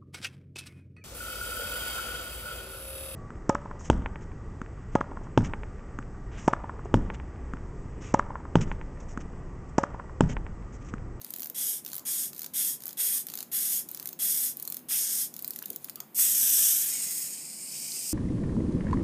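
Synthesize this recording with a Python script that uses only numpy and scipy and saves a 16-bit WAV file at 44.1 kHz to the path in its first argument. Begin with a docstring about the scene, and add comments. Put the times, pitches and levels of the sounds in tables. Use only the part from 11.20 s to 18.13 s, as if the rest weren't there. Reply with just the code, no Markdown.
"""A hard, quiet room, rumbling, humming and hissing faintly; a small plastic clockwork toy close to a mono microphone.
From the start it is wound by hand: each twist ticks the gears and snaps the pawl, made of short noise bursts.
Fingers knock and rub on the case; between twists they let go and the gears race, strikes and chatter in a case filter.
After the last twist the motor runs free, its colour passing from lifted to lowered, to the floor, to half tipped up.
Bare walls and floor answer the toy throughout with a short tail of decaying noise."""
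import sys
import numpy as np
from scipy import signal
from scipy.fft import rfft, irfft
from scipy.io import wavfile

SR = 44100
rng = np.random.default_rng(int(sys.argv[2]) if len(sys.argv) > 2 else 0)


def generate_wav(signal):
    """Clip the signal to [-1, 1] and save it as 16-bit WAV at the path in sys.argv[1]."""
    frames = np.transpose(np.atleast_2d(signal))
    scaled = np.clip(frames, -1, 1) * 32767
    pcm = np.round(scaled).astype(np.int16)
    wavfile.write(sys.argv[1], SR, pcm)


N = 305613

# rumble of the room: (frequency [Hz], relative level [dB])
ROOM_RUMBLE = [(20, -48), (50, -40), (70, -19), (95, -9), (120, -9.5), (160, -0.5), (250, 2.5), (320, -3),
               (450, -7.5), (700, -9.5), (1000, -13.5), (1500, -20.5), (3000, -33)]
# hum of the room: (frequency [Hz], level [dB])
ROOM_HUM = [(146, -69.5), (232, -74), (340, -72.5), (383, -71)]
# hiss of the room: (frequency [Hz], relative level [dB])
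ROOM_HISS = [(500, -1), (1200, 4.5), (2500, 5.5), (6000, -8), (15000, 12)]
# twists of the key: (start [s], end [s], gear ticking before trim [dB], ratchet teeth passing [1/s])
TWISTS = [(0, .31, -46.5, 22), (0.629, 0.816, -44.5, 70), (1.12, 1.28, -45, 65), (1.589, 1.745, -45, 58),
          (2.052, 2.252, -43.5, 56), (2.664, 2.951, -47.5, 36), (3.35, 3.612, -45.5, 37),
          (4.12, 4.58, -47.5, 30), (4.59, 4.72, -47, 25)]
# spectrum of the ticking gears: (frequency [Hz], relative level [dB])
TICK_SPECTRUM = [(150, -33), (700, -10), (1500, -15), (2800, -14.5), (4200, -8.5), (5500, -14), (6700, -7),
                 (7800, -7.5), (10000, -2), (11500, -4), (13000, -3.5), (15200, -1)]
# loudest pawl clicks: (time [s], snap level before trim [dB], dull body relative to the snap before trim [dB])
LOUD_CLICKS = [(0.0145, -36, -4.5), (.0461, -32, -6), (.105, -30.5, -13), (.138, -29.5, -5.5),
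               (.162, -31, -9.5), (.1847, -35, -14), (0.1956, -33, -5), (0.2042, -26.5, -20),
               (.2201, -31, -7.5), (0.2311, -31, -2), (.244, -30, -16), (.258, -32.5, -3.5),
               (.271, -33, -16), (.299, -29, -14), (.649, -33.5, -6.5), (.7314, -30.5, -2),
               (.753, -30, -10), (.7649, -29.5, -12), (0.7807, -30, -9), (1.1799, -36, -8),
               (1.193, -29, -8), (1.2183, -31, -4), (1.243, -35.5, 3.5), (1.6556, -28.5, -18),
               (1.6673, -30.5, -4.5), (1.6801, -28.5, -20), (1.691, -37, .5), (2.068, -29.5, -11),
               (2.1377, -33, 0.5), (2.174, -31.5, -2), (2.2053, -31.5, -1), (2.2277, -31.5, -4.5),
               (2.688, -31, -11), (2.714, -30, -18), (2.7471, -30.5, -5), (2.798, -32.5, -3.5),
               (2.8569, -28.5, -7), (2.8732, -28, -10), (2.8894, -33, -4), (2.9293, -31.5, -8),
               (3.37, -30, -14), (3.3984, -30.5, -10), (3.4248, -27.5, -13), (3.4762, -27, -8),
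               (3.5008, -26.5, -17), (3.5227, -26.5, -8.5), (3.5444, -30, -9), (3.568, -29, -7.5),
               (4.1398, -36.5, -2.5), (4.1646, -31.5, -7), (4.1914, -32.5, -8), (4.2234, -29, -20),
               (4.2455, -26.5, -6.5), (4.2779, -25.5, -19), (4.3066, -26.5, -10.5), (4.3608, -31, -5),
               (4.3885, -31, -8.5), (4.425, -32, -9), (4.4572, -28, -10.5), (4.502, -26, -12.5),
               (4.5607, -27, -10), (4.644, -29, -10.5), (4.6968, -30, -6), (4.757, -32, -7),
               (4.803, -30.5, -2.5)]
# ring of the pawl tip: (frequency [Hz], relative level [dB])
PAWL_TIP = [(5000, -33), (8000, -13.5), (10000, -10), (11900, -1), (12800, -2), (14000, 3.5), (15200, 1.5),
            (16500, -19)]
# ring of the case under the pawl: (frequency [Hz], relative level [dB])
CASE_UNDER_PAWL = [(80, -40), (300, -19.5), (1500, -9.5), (2900, -9.5), (4200, -1.5), (5900, -2),
                   (6700, 2.5), (7800, -6.5), (10000, -5), (15200, -5), (16500, -24)]
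# fingers knocking and rubbing on the case:
# (time [s], level [dB], centre [Hz], width [Hz], decay [s])
HANDLING = [(0.306, -48, 343, 160, 0.0068), (.78, -60, 1100, 600, 0.096), (2.79, -58, 990, 902, 0.044),
            (3.477, -34, 4200, 502, 0.0018), (3.708, -42.5, 2060, 1390, 0.013),
            (3.736, -47.5, 2500, 900, 0.054), (4.421, -39.5, 1350, 1400, 0.0018),
            (4.438, -45, 3300, 2000, 0.0035), (4.503, -46, 320, 239, 0.024),
            (4.538, -59, 2600, 1800, 0.0022), (4.685, -45, 1770, 1600, 0.0022),
            (4.77, -57.5, 1270, 200, 0.054), (4.768, -62, 2700, 1200, .025), (4.803, -55.5, 890, 800, 0.03),
            (4.989, -37.5, 1700, 1400, 0.0036), (6.719, -31.5, 5060, 2000, .003)]
# motor racing between twists: (start [s], stop [s], middle band before kick and fidget [dB],
# case body relative to it [dB], treble relative to it [dB], treble lost as the palm passes over [dB],
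# hollow of the hand: centre [Hz], width [Hz], gain [dB])
SPINS = [(0.345, 0.614, -36.5, -14, 3.5, -1, 3300, 830, 4),
         (0.852, 1.112, -35.5, -16, 3.5, 1, 6500, 500, 0), (1.336, 1.575, -34.5, -14.5, 5, 1, 3480, 510, 3),
         (1.771, 2.04, -33.5, -14.5, 4.5, .5, 8800, 490, 4),
         (2.316, 2.645, -35.5, -14, 6.5, 1, 8500, 650, -1.5),
         (2.99, 3.341, -34.5, -14.5, 6, .5, 12100, 2500, 0.5),
         (3.686, 4.089, -33, -16, 5, 4.5, 5360, 1218, 2)]
# what the case radiates in the hand: (frequency [Hz], relative level [dB])
IN_HAND = [(500, -31.5), (1350, -26), (1700, -19), (2800, -20), (3300, -13), (4400, -16.5), (5100, -8),
           (7500, -8.5), (8500, 1), (9900, -2.5), (11200, 6), (12600, 4.5), (14200, 1.5), (15300, -3)]
# narrow case resonances while the fingers hold it: (frequency [Hz], width [Hz], gain [dB])
HELD_CASE = [(1700, 94, 3), (3300, 160, 3), (5630, 140, 1.5), (6740, 270, 7.5)]
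# motor running free: (time [s], middle band before trim and fidget [dB],
# case body relative to it [dB], treble relative to it [dB])
RUN_LEVELS = [(5.0, -26, -17, 5), (5.106, -30, -15, 4), (5.466, -25.5, -15.5, 2.5), (5.628, -31, -16, 3),
              (5.644, -33, -13.5, 6.5), (5.758, -33, -15.5, -3.5), (5.978, -35, -17, 2),
              (6.204, -40, -16, -5.5), (6.412, -40.5, -17.5, -6.5), (6.526, -38, -14, -4),
              (6.93, -34.5, -16.5, -3)]
# speed of the free run, before wobble: (time [s], teeth passing [Hz])
RUN_SPEED = [(4.94, 1114), (5.5, 1180), (5.9, 1056), (6.05, 855), (6.24, 635), (6.42, 586), (6.49, 721),
             (6.63, 739), (6.93, 952)]
# the way down: (time [s], pose [0 lifted, 1 lowered, 2 on the floor, 3 tipped up again; held within 0-3])
POSE_PATH = [(4.94, 0.53), (5.25, 0), (5.5, -0.24), (5.75, 1), (5.98, 1), (6.45, 2), (6.55, 2.5)]
# what the case radiates when lifted: (frequency [Hz], relative level [dB])
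LIFTED = [(500, -30), (1100, -31.5), (1750, -17.5), (2100, -22.5), (3450, -10.5), (4300, -20), (5750, -3),
          (6400, -4), (7600, -5), (8150, 1.5), (9600, -4), (12700, 4.5), (13200, 1), (15300, -6)]
# what the case radiates when lowered: (frequency [Hz], relative level [dB])
LOWERED = [(500, -31), (1400, -26), (2100, -14), (3600, -18.5), (4600, -13.5), (5300, -6), (6050, -14.5),
           (6650, -1), (7600, -7.5), (8250, 1.5), (9500, -7), (11300, -3), (13200, -5), (14800, -6.5)]
# what the case radiates on the floor: (frequency [Hz], relative level [dB])
ON_FLOOR = [(500, -51), (1500, -30), (2400, -10), (3600, -27), (4300, -17), (4900, -7.5), (5400, -9.5),
            (6050, -21), (6500, -14), (8000, -5), (9150, -1.5), (9700, -14), (11300, -9), (15300, -15)]
# what the case radiates when tipped up again: (frequency [Hz], relative level [dB])
TIPPED = [(500, -23.5), (1400, -24), (2300, -20), (2850, -14.5), (3350, -18.5), (4300, -16), (4900, -5),
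          (6400, -1), (7600, -4.5), (8350, 0), (9200, -3), (10000, -17), (11000, -6.5), (15300, -8)]

TOP_HZ = 15350  # upper limit of the microphone chain
T = np.arange(N) / SR
TAPS = 8192  # length of the colouring filters
FREQ = np.arange(TAPS + 1) * SR / (2 * TAPS)
TWIST_RISE_S, TWIST_FALL_S = .04, .027  # the wrist speeds up and slows down
FAINT_DB, FAINT_BODY_DB, FAINT_SCATTER_DB = -38, -4, 3  # clicks of a pawl that barely lifts, before trim
FAINT_JITTER_S = .002  # unevenness of the wrist
SLIP_S, SLIP_SCATTER_DB = .0012, 3.4  # typical time the pawl takes to slide off a tooth, and its scatter
SPIN_UP_S, BRAKE_S = .05, .08  # the gears gather speed; the fingers stop them
JOLT = .19  # share of full level reached at once on release
KICK_DB, KICK_BODY_DB, KICK_S = 2.5, 6, .056  # the jolt of release shakes the case, then settles
RELEASE_S = 4.946  # the key is let go for good
CLEAN_SLOW, CLEAN_FAST = .59, .07  # power share of clean tooth strikes at the lowest and highest speed


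def undb(db):
    """Decibels to gain."""
    return 10 ** (np.asarray(db) / 20)


def unit(x):
    """Scale to rms 1."""
    return x / np.sqrt(np.mean(x ** 2))


def noise():
    """White noise for the whole scene."""
    return rng.standard_normal(N)


def curves(rows):
    """Each column of a table as a line through time."""
    s, *columns = np.transpose(rows)
    return [np.interp(T, s, column) for column in columns]


def walk(rate):
    """Random drift through `rate` new values a second, joined by straight lines."""
    knots = rng.standard_normal(4096)
    return np.interp(T * rate, np.arange(len(knots)), knots)


def add(out, s, sound):
    """Lay a sound in at its time."""
    i = max(int(s * SR), 0)
    out[i:i + len(sound)] += sound[:N - i]


def colour(x, points, peaks=()):
    """Minimum-phase filter from a short spectrum and resonances, scaled to power gain 1 for white noise."""
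    hz, db = np.transpose(points)
    shape = np.interp(np.log(FREQ + 1), np.log(hz), db)
    for centre, width, lift in peaks:
        shape = shape + lift / (1 + (2 * (FREQ - centre) / width) ** 2)
    gain = undb(shape)
    gain /= np.sqrt(np.mean(gain ** 2 * (FREQ < TOP_HZ)))
    # folding the cepstrum makes the filter causal
    cepstrum = irfft(np.log(gain))
    cepstrum[1:TAPS] *= 2
    cepstrum[TAPS + 1:] = 0
    taps = irfft(np.exp(rfft(cepstrum)))[:TAPS]
    return signal.oaconvolve(x, taps)[:N]


def band(x, hz, width):
    """Band-pass resonance around a centre."""
    low = np.hypot(hz, width / 2) - width / 2
    return signal.sosfilt(signal.butter(2, [low, low + width], "band", fs=SR, output="sos"), x)


def swell(start, stop, rise_s, fall_s, jolt=0):
    """Level jumps to a share of its top, climbs evenly, holds, and falls evenly to silence."""
    rise = np.clip(jolt + (T - start) / rise_s, 0, 1)
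    fall = np.clip((stop - T) / fall_s, 0, 1)
    return (T >= start) * rise * fall


def background(rumble_db=-57.5, hiss_db=-62, hum_width_hz=9):
    """Steady rumble, wavering hum from narrow noise bands, and faint hiss of the room."""
    rumble = undb(rumble_db) * colour(noise(), ROOM_RUMBLE)
    hum = sum(undb(db) * unit(band(noise(), hz, hum_width_hz)) for hz, db in ROOM_HUM)
    hiss = undb(hiss_db) * colour(noise(), ROOM_HISS)
    return rumble + hum + hiss


def teeth(hz, ring_s, scatter_db, wobble):
    """Each tooth lands with its own force and gives a tiny dying crack."""
    turns = np.cumsum(hz * (1 + wobble * walk(90))) / SR
    force = undb(scatter_db * noise())[turns.astype(int)]
    since_strike = (turns % 1) / hz
    return unit(force * np.exp(-since_strike / ring_s) * noise())


def winding(gain_db=-6.5, tooth_hz=310):
    """The key turns the gears slowly enough for single teeth to tick."""
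    ticks = teeth(tooth_hz * undb(walk(9)), ring_s=.0009, scatter_db=3, wobble=.06)
    turning = np.zeros(N)
    for start, end, db, _ in TWISTS:
        turning += undb(db) * swell(start, end, TWIST_RISE_S, TWIST_FALL_S)
    return undb(gain_db) * colour(ticks, TICK_SPECTRUM) * turning


def faint_clicks():
    """Between the loud clicks the pawl still ticks over the passing teeth, almost evenly but weakly."""
    times = []
    for start, end, _, rate in TWISTS:
        marks = [start] + [s for s, *_ in LOUD_CLICKS if start < s < end] + [end]
        for a, b in zip(marks, marks[1:]):
            times.extend(np.linspace(a, b, round((b - a) * rate) + 1)[1:-1])
    clicks = []
    for s, (early, force, dull) in zip(times, rng.standard_normal((256, 3))):
        snap_db = FAINT_DB + FAINT_SCATTER_DB * force
        dull_db = FAINT_BODY_DB + FAINT_SCATTER_DB * dull
        clicks.append((s + FAINT_JITTER_S * early, snap_db, dull_db))
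    return clicks


def pawl(snap_db=-1.85, body_db=-3, snap_s=.00045, body_s=.0017, bounce_s=.0036, bounce_db=-12, spread=.035):
    """The pawl slips off a tooth, snaps on the next, shakes the case and bounces once; each rings at its own pitch."""
    t, out = T[:700], np.zeros(N)
    impulse = 1. * (T == 0)
    rings = [colour(impulse, points)[:len(t)] for points in (PAWL_TIP, CASE_UNDER_PAWL)]
    chance = rng.standard_normal((256, 3))
    grit = rng.standard_normal((256, 2, len(t)))
    clicks = LOUD_CLICKS + faint_clicks()
    for (s, db, dull_db), (hop, slide, tooth), grains in zip(clicks, chance, grit):
        late = bounce_s * undb(1.5 * hop)
        slip_s = SLIP_S * undb(SLIP_SCATTER_DB * slide)
        ring_length = int(len(t) * np.exp(spread * tooth))
        parts = zip(rings, grains, (snap_s, body_s), (snap_db, body_db + dull_db))
        for ring, grain, decay_s, part_db in parts:
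            scrape = np.exp(-np.maximum(t - slip_s, 0) / decay_s) * grain
            click = signal.fftconvolve(scrape, signal.resample(ring, ring_length))
            # its whole energy, counted over 3 ms, sets the rms level
            click *= undb(db + part_db) * np.sqrt(.003 * SR) / np.linalg.norm(click)
            add(out, s, click)
            add(out, s + late, undb(bounce_db) * click)
    return out


def room(x, wet_db=-12, t60=.23, gap_s=.0041, sway_hz=1.3):
    """Bare walls and floor answer with a short bright tail, which changes as the hand sways."""
    t = T[:SR // 2]
    decay = np.exp(-np.log(1000) * t / t60)
    onset = np.clip(2 * t / gap_s - 1, 0, 1)  # silent for half the gap, full at its end
    tails = rng.standard_normal((2, len(t))) * decay * onset
    tails = signal.sosfilt(signal.butter(1, 12000, fs=SR, output="sos"), tails)
    here, there = (signal.fftconvolve(x, tail / np.linalg.norm(tail))[:N] for tail in tails)
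    angle = 2 * np.pi * sway_hz * T
    return x + undb(wet_db) * (np.cos(angle) * here + np.sin(angle) * there)


def handling():
    """Small knocks and rubs of the fingers: noise bursts that die away in one resonance."""
    out, t = np.zeros(N), T[:SR // 2]
    for s, db, hz, width, decay in HANDLING:
        fade = np.exp(-t / decay)
        knock = band(fade * rng.standard_normal(len(t)), hz, width)
        # the same energy whatever the resonance
        knock *= np.linalg.norm(fade) / np.linalg.norm(knock)
        add(out, s, undb(db) * knock)
    return out


def echo(x, lag_s, share):
    """Add a reflection whose path may change; the level stays about the same."""
    reflection = np.interp(np.arange(N) - lag_s * SR, np.arange(N), x)
    return (x + share * reflection) / np.hypot(1, share)


def gears(hz, clean, impacts=12000, scatter_db=1.5, flutter_db=1.06):
    """A racing gear train: regular tooth strikes amid the loose chatter of wheels in their bearings."""
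    hits = rng.random(N) < impacts / SR  # impacts a second, at random
    chatter = hits * np.sign(noise()) * undb(scatter_db * noise())
    strikes = teeth(hz, ring_s=.0006, scatter_db=1.2, wobble=.012)
    clean = np.clip(clean, 0, 1)
    drive = np.sqrt(clean) * strikes + np.sqrt(1 - clean) * unit(chatter)
    drive = drive * undb(flutter_db * walk(160))
    # so small a case radiates no bass
    drive = signal.sosfilt(signal.butter(2, 170, "high", fs=SR, output="sos"), drive)
    # palm and forearm reflect it and never keep still, so fine ripples wander through the whirr
    drive = echo(drive, .0015 * undb(1.3 * walk(6)), share=.22)
    return unit(echo(drive, .0045 * undb(.25 * walk(5)), share=.33))


def split(x):
    """Body of the case, middle band and treble, each at rms 1."""
    body = signal.sosfiltfilt(signal.butter(6, 4300, "low", fs=SR, output="sos"), x)
    treble = signal.sosfiltfilt(signal.butter(6, 9800, "high", fs=SR, output="sos"), x)
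    return np.array([unit(body), unit(x - body - treble), unit(treble)])


def shade(parts, db, body_db, treble_db, fidget_db=.6, fidget_hz=26):
    """Drive sets the level; the restless hand damps the body of the case and covers the treble."""
    out = np.zeros(N)
    for part, rel_db in zip(parts, (body_db, 0, treble_db)):
        out += part * undb(db + rel_db + fidget_db * walk(fidget_hz))
    return out


def spins(mesh_hz=1100):
    """The spring runs away for a moment whenever the fingers change their grip."""
    whirr = colour(gears(mesh_hz, clean=.37), IN_HAND, HELD_CASE)
    out = np.zeros(N)
    for start, stop, db, body_db, treble_db, palm_db, *hollow in SPINS:
        # a flat spectrum, so only the hollow of the hand colours it
        held = split(colour(whirr, [(20, 0), (20000, 0)], [hollow]))
        age = np.clip(T - start, 0, stop - start)
        kick = np.exp(-age / KICK_S)
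        palm = np.sin(np.pi * age / (stop - start)) ** 2
        level_db = db + KICK_DB * kick
        sound = shade(held, level_db, body_db + KICK_BODY_DB * kick, treble_db - palm_db * palm)
        out += swell(start, stop, SPIN_UP_S, BRAKE_S, JOLT) * sound
    return out


def free_run(gain_db=-.4, spin_up_s=.069):
    """The motor whirrs on; its colour shifts on the way down, and the slower it runs the more single teeth rasp."""
    hz, = curves(RUN_SPEED)
    drive = gears(hz, np.interp(hz, [hz.min(), hz.max()], [CLEAN_SLOW, CLEAN_FAST]))
    poses = (LIFTED, LOWERED, ON_FLOOR, TIPPED)
    place = np.clip(curves(POSE_PATH)[0], 0, len(poses) - 1)
    parts = np.zeros((3, N))
    for k, pose in enumerate(poses):
        nearness = np.clip(1 - abs(place - k), 0, 1)
        parts += nearness * split(colour(drive, pose))
    running = swell(RELEASE_S, np.inf, spin_up_s, BRAKE_S, JOLT / 2)  # never braked
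    return undb(gain_db) * running * shade(parts, *curves(RUN_LEVELS))


def scene():
    """The toy in its room, the same in both channels."""
    toy = winding() + pawl() + handling() + spins() + free_run()
    mono = room(toy) + background()
    return np.array([mono, mono])


def record(dry):
    """The recorder cuts the top steeply."""
    return signal.sosfilt(signal.ellip(10, .2, 70, TOP_HZ, fs=SR, output="sos"), dry)


dry = scene()
out = record(dry)
generate_wav(out)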